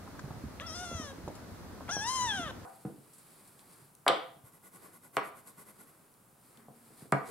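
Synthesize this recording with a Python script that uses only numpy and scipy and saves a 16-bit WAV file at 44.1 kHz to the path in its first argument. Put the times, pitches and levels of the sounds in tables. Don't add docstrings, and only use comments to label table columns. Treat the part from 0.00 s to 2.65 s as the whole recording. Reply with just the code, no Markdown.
import sys
import numpy as np
from scipy import signal
from scipy.fft import rfft, irfft, next_fast_len
from scipy.io import wavfile
from scipy.ndimage import uniform_filter1d

SR = 44100
rng = np.random.default_rng(int(sys.argv[2]) if len(sys.argv) > 2 else 0)


def generate_wav(sig):
    pcm = np.round(np.clip(np.atleast_2d(sig).T, -1, 1) * 32767).astype(np.int16)
    wavfile.write(sys.argv[1], SR, pcm)


N = 116865


def amp(db):
    return 10 ** (np.asarray(db) / 20)


def unit(x):
    return x / np.sqrt(np.mean(x ** 2) + 1e-20)


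def over_hz(points, hz):
    f, value = np.transpose(points)
    return np.interp(np.log(hz + 1), np.log(f), value)


def over_time(rows, t):
    s, *columns = np.transpose(rows)
    return [np.interp(t, s, column) for column in columns]


def add(mix, s, sound):
    part = mix[round(s * SR):][:len(sound)]
    part += sound[:len(part)]


def wobble(size, hz):
    padded = next_fast_len(size)
    f = np.fft.rfftfreq(padded, 1 / SR)
    spectrum = rfft(rng.standard_normal(padded)) * np.exp(-.5 * (f / hz) ** 2)
    return unit(irfft(spectrum, padded)[:size])


def band(x, low_hz, high_hz):
    low_cut = signal.butter(2, low_hz, "high", fs=SR, output="sos")
    high_cut = signal.butter(5, min(high_hz, SR / 2 - 1), fs=SR, output="sos")
    return signal.sosfilt(high_cut, signal.sosfilt(low_cut, x))


# (time [s], pitch [Hz])
MEW_1_PITCH = [(0.605, 567.5), (0.615, 580.3), (0.627, 662), (0.651, 664.6), (0.665, 696.4), (0.687, 643),
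               (0.717, 635.6), (0.743, 657.6), (0.755, 702.7), (0.845, 724.6), (0.853, 697.6), (0.949, 678),
               (1.029, 610), (1.079, 556), (1.115, 537.5), (1.125, 530)]
MEW_2_PITCH = [(1.89, 672.6), (1.904, 691), (1.922, 805), (1.934, 849), (1.944, 847), (1.99, 802.4),
               (2.036, 870.6), (2.1, 1025), (2.15, 1057), (2.204, 996.7), (2.25, 988), (2.272, 934.4),
               (2.336, 787.5), (2.35, 805.8), (2.382, 746), (2.402, 695.6), (2.434, 680.4), (2.48, 584),
               (2.498, 510), (2.51, 503)]
# (time [s], fundamental [dB], overtones [dB], treble overtones [dB])
MEW_1_LEVEL = [(.603,-48.5,-45.5,-50.5),(.63,-58,-50,-73),(.662,-64,-50,-63),(0.668,-59.5,-51,-46.5),(.72,-60,-53.5,-49.5),(.76,-56.5,-50,-46),(.835,-47,-48,-50),(.87,-57,-48.5,-53.5),(.96,-53,-48.5,-50),(1.04,-56,-50.5,-51.5),(1.124,-52,-54.5,-63)]
MEW_2_LEVEL = [(1.888,-46.5,-38.5,-54),(1.923,-49,-43,-37.5),(1.99,-49,-45,-43),(2.03,-45.5,-41.5,-44.5),(2.089,-36,-48.5,-38.5),(2.125,-39,-46.5,-41),(2.17,-38,-46,-40.5),(2.228,-34.5,-50,-40),(2.273,-37.5,-43,-44),(2.305,-46,-35.5,-49.5),(2.35,-47.5,-39,-49.5),(2.41,-45,-43,-51.5),(2.46,-55,-44,-60.5),(2.514,-50,-47.5,-63)]
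# (time [s], centre [Hz], relative lift [dB])
MEW_1_MOUTH = [(.605,2600,8),(.645,3080,-14),(.667,5280,26),(.72,5480,19),(.77,5160,24),(.85,5900,-4),(.96,6300,14),(1.03,5660,12),(1.125,3157,2)]
MEW_2_MOUTH = [(1.89,7100,2.2),(1.931,5470,30),(2,5780,14),(2.06,5440,17),(2.1,5000,2.3),(2.16,7150,1.9),(2.24,6530,21),(2.27,5670,4.3),(2.29,3610,6.7),(2.33,3300,10.3),(2.38,2975,4.8),(2.512,2940,1.8)]
# (time [s], roughness [0-1])
MEW_1_ROUGHNESS = [(.605,.5),(.63,.12),(.74,.11),(.78,.22),(.84,.36),(.86,.07),(1.125,.1)]
MEW_2_ROUGHNESS = [(1.89,.35),(1.915,.11),(2.05,.08),(2.26,.07),(2.32,.18),(2.45,.22),(2.48,.7),(2.512,.9)]
# (frequency [Hz], relative level [dB])
THROAT_COLOUR = [(1000,1),(1300,2.5),(1600,6.5),(2000,-6),(2350,-16),(2900,-6),(3450,-2),(3900,-8),(4500,-18.5),(5150,-10.5),(6100,-6),(7200,-14),(8000,-15.5),(9400,-12),(10900,-23.5),(12200,-32),(15500,-57)]
MOUTH_WIDTH_HZ, TREBLE_FROM_HZ = 280, 3820
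ATTACK_S, RELEASE_S = 0.006, 0.0041
JITTER, SHIMMER = 0.033, 0.24
FLUTTER = 0.00404
DOUBLING_RAD = 0.18
RASP_AT_HZ, RASP_WIDTH_HZ = 5000, 420
AIR_DB, AIR_FULL_HZ = -10, 9500
WAVER_DB, WAVER_HZ = 2, 28.6
VOICE_DB = 2


def mew(pitch, level, mouth, roughness):
    t = np.arange(level[0][0], level[-1][0], 1 / SR)
    size = len(t)
    (hz,), (rough,) = over_time(pitch, t), over_time(roughness, t)
    base_db, overtone_db, treble_db = over_time(level, t)
    mouth_hz, lift_db = over_time(mouth, t)
    k = np.arange(1, 25)[:, None]
    f = k * hz

    mouth_db = lift_db / (1 + ((f - mouth_hz) / MOUTH_WIDTH_HZ) ** 2)
    colour = amp(over_hz(THROAT_COLOUR, f) + mouth_db) * (k > 1)
    high = .5 + .5 * np.tanh((f - TREBLE_FROM_HZ) / 250)
    gain = (k == 1) * amp(base_db)
    for share, db in ((1 - high, overtone_db), (high, treble_db)):
        register = colour * share
        gain = gain + amp(db) * register / np.linalg.norm(register, axis=0)
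    waver = np.array([wobble(size, WAVER_HZ) for _ in k])
    gain = gain * amp(WAVER_DB * np.minimum(f / RASP_AT_HZ, 1) * waver)

    shake = JITTER * rough * wobble(size, hz=160) + FLUTTER * wobble(size, hz=40.5)
    phase = 2 * np.pi * np.cumsum(hz * (1 + shake)) / SR
    phase = phase + DOUBLING_RAD * rough * np.sin(phase / 2)
    offset = 2 * np.pi * rng.random(k.shape)

    rasp = np.array([wobble(size, RASP_WIDTH_HZ) + 1j * wobble(size, RASP_WIDTH_HZ) for _ in k])
    smear = rough * f / RASP_AT_HZ + amp(AIR_DB) * np.minimum(f / AIR_FULL_HZ, 1) ** 3
    folds = (np.exp(1j * (k * phase + offset)) * (1 + smear * rasp)).real
    folds = folds / np.sqrt(.5 + smear ** 2)

    cry = (gain * folds).sum(0) + hiss(base_db)
    gate = np.clip((t - t[0]) / ATTACK_S, 0, 1) * np.clip((t[-1] - t) / RELEASE_S, 0, 1)
    shimmer = 1 + SHIMMER * rough * wobble(size, hz=120)
    return t[0], cry * gate * shimmer


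# (frequency [Hz], relative level [dB per Hz])
HISS_COLOUR = [(700,-21),(1200,-8),(1600,-4),(2000,-10),(2400,-19),(3000,-5),(3450,-10),(3900,-13),(4550,-18),(5200,-13),(5800,-26),(7500,-27),(9400,-19),(12500,-41),(16000,-48)]
HISS_DB = -18
HISS_FOLLOW = .8


def hiss(effort_db):
    size = len(effort_db)
    hz = np.fft.rfftfreq(size, 1 / SR)
    white = rfft(rng.standard_normal(size))
    air = unit(irfft(white * amp(over_hz(HISS_COLOUR, hz)), size))
    top_db = effort_db.max()
    return air * amp(HISS_DB + top_db + HISS_FOLLOW * (effort_db - top_db))


# (time [s], peak level before the lean [dB], upper edge [Hz], lower edge [Hz])
HANDLING_BUMPS = [(0.076,-44.5,1290,400),(.188,-37.5,300,60),(.238,-33,157,90),(0.278,-38,550,120),(0.306,-35,199,55),(0.366,-40,168,55),(.438,-31.5,257,70),(0.451,-38,131,65.4),(.914,-33.5,608,140),(0.923,-38,222,70),(0.948,-35,141,60.4),(0.9976,-31.5,310,109),(1.184,-36.5,399,90.65),(1.236,-39,160,60),(1.2775,-25,810,68.4),(1.8075,-33.5,1140,300),(1.967,-26.5,910,108),(2.335,-43,460,170),(2.394,-32,357,220.6),(2.462,-38,224,55),(2.510,-37,1110,140.3)]
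BUMP_TAIL_GAIN, BUMP_TAIL_S = 0.5 * amp(-21), 0.015
BUMP_LEAN_DB = -3


def bump(start, db, high_hz, low_hz):
    t = np.arange(0, .1, 1 / SR)
    push = BUMP_TAIL_GAIN * np.exp(-t / BUMP_TAIL_S) * rng.standard_normal(len(t))
    push[0] = 1
    thud = band(push, low_hz, high_hz)
    return start, amp(db) * thud / abs(thud).max()


# (time [s], noise level before the envelope [dB], centre [Hz], upper edge over centre [ratio], decay [s])
SMALL_TICKS = [(.076,-42,950,1.1,0.0047),(0.148,-47,1100,1.15,0.01),(0.1908,-39.5,1170,1.27,0.006),(.193,-44.5,5000,1.5,0.0045),(.235,-52,860,1.5,0.0064),(.305,-39,990,1.1,0.006),(0.599,-33.5,2280,1.8,.0015),(1.015,-43.5,700,1.4,0.014),(1.279,-46.5,4540,1.8,.005),(1.35,-49.5,4450,2.3,.012),(1.879,-42,900,2.6,0.0088),(1.888,-32.5,1120,1.17,0.0083)]
TICK_RISE = 0.23


def tick(start, db, hz, spread, decay):
    t = np.arange(0, .06, 1 / SR)
    noise = band(rng.standard_normal(2 * len(t)), hz / spread, hz * spread)
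    noise = unit(noise[len(t):])
    envelope = np.exp(-t / decay) * (1 - np.exp(-t / (TICK_RISE * decay)))
    return start, amp(db) * envelope * noise


# (frequency [Hz], left minus right [dB])
SIDE_LEAN = [(600,1.5),(1000,1.5),(1600,1),(2900,8),(4200,5),(5500,9),(7000,18),(9000,8),(13000,7)]
# (delay [s], left [dB], right [dB])
SURFACE_ECHOES = [(.0013,-44,-30.5),(.0031,-26.5,-22.5),(.0056,-28,-23.5)]
RIGHT_LAG_S = .000075


def at_microphones(x):
    size = next_fast_len(N + 4096)
    hz = np.fft.rfftfreq(size, 1 / SR)
    lean = amp(np.outer([.5, -.5], over_hz(SIDE_LEAN, hz)))
    lean = lean / np.sqrt((lean ** 2).mean(0))
    path = lean * np.exp(-2j * np.pi * np.outer([0, RIGHT_LAG_S], hz))
    for delay, left_db, right_db in SURFACE_ECHOES:
        path = path + amp([[left_db], [right_db]]) * np.exp(-2j * np.pi * hz * delay)
    return irfft(rfft(x, size) * path, size)[:, :N]


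ROOM_DB, ROOM_T60_S = -12, 0.42


def room(x):
    t = np.arange(SR // 2) / SR
    decay = np.exp(-np.log(1000) * t / ROOM_T60_S)
    build_up = np.clip(t / 0.01, 0, 1) ** 2
    tail = rng.standard_normal((2, len(t))) * decay * build_up
    tail = tail / np.linalg.norm(tail[0])
    return amp(ROOM_DB) * signal.fftconvolve(x[None], tail, axes=1)[:, :N]


# (frequency [Hz], relative level [dB per Hz])
ROOM_COLOUR = [(15, -67), (25, -26.5), (59, -4), (91, 6), (126, -6.5), (227, -0.5), (297, -5), (368, -6.5),
               (445, -9), (509, -8.5), (666, -10.5), (895, -12), (1380, -14.5), (1530, -16), (3000, -27),
               (4260, -24.5), (8350, -29.5), (11800, -29), (15500, -33)]
# (frequency [Hz], correlation [-1 to 1])
STEREO_LIKENESS = [(60, 0.58), (180, 0.75), (550, 0.52), (1650, 0.45), (4970, -0.13), (15000, -0.36)]
# (time [s], relative level [dB])
RUMBLE_SWELL = [(0,-1),(.3,0.5),(.52,-0.5),(.8,0.5),(.96,0.5),(1.1,0.5),(1.25,1),(1.36,-0.5),(1.7,2.5),(2.1,0.5),(2.4,3),(2.65,0.5)]
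FLOOR_DB = -47.5
RUMBLE_EDGE_HZ, PATCHY_DB = 460, 0.5


def background():
    frames, hz = N // 512 + 5, np.fft.rfftfreq(2048, 1 / SR)
    a, b, c, d, patches = rng.standard_normal((frames, len(hz), 5)).T
    patches = uniform_filter1d(patches, size=14, axis=0)
    patches = unit(uniform_filter1d(patches, size=5, axis=1))
    swell, = over_time(RUMBLE_SWELL, np.arange(frames) * 512 / SR)
    low = 1 / (1 + (hz[:, None] / RUMBLE_EDGE_HZ) ** 2)
    same = np.clip(over_hz(STEREO_LIKENESS, hz), -1, 1)[:, None]
    left = a + 1j * b
    right = same * left + np.sqrt(1 - same ** 2) * (c + 1j * d)
    level_db = over_hz(ROOM_COLOUR, hz)[:, None] + low * (swell + PATCHY_DB * patches)
    spectrum = np.array([left, right]) * amp(level_db)
    noise = signal.istft(spectrum, nperseg=2048, noverlap=1536)[1][:, :N]
    return amp(FLOOR_DB) * unit(noise)


def scene():
    kitten, bumps, ticks = np.zeros((3, N))
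    add(kitten, *mew(MEW_1_PITCH, MEW_1_LEVEL, MEW_1_MOUTH, MEW_1_ROUGHNESS))
    add(kitten, *mew(MEW_2_PITCH, MEW_2_LEVEL, MEW_2_MOUTH, MEW_2_ROUGHNESS))
    for row in HANDLING_BUMPS:
        add(bumps, *bump(*row))
    for row in SMALL_TICKS:
        add(ticks, *tick(*row))
    near = amp(VOICE_DB) * kitten + ticks
    handling = bumps * amp([[BUMP_LEAN_DB / 2], [-BUMP_LEAN_DB / 2]])
    return at_microphones(near) + room(near + bumps) + handling + background()


CUTOFF_HZ = 15750


def record(dry):
    low_pass = signal.firwin(1023, CUTOFF_HZ, window=("kaiser", 9), fs=SR)
    return signal.oaconvolve(dry, low_pass[None], "same")


dry = scene()
out = record(dry)
generate_wav(out)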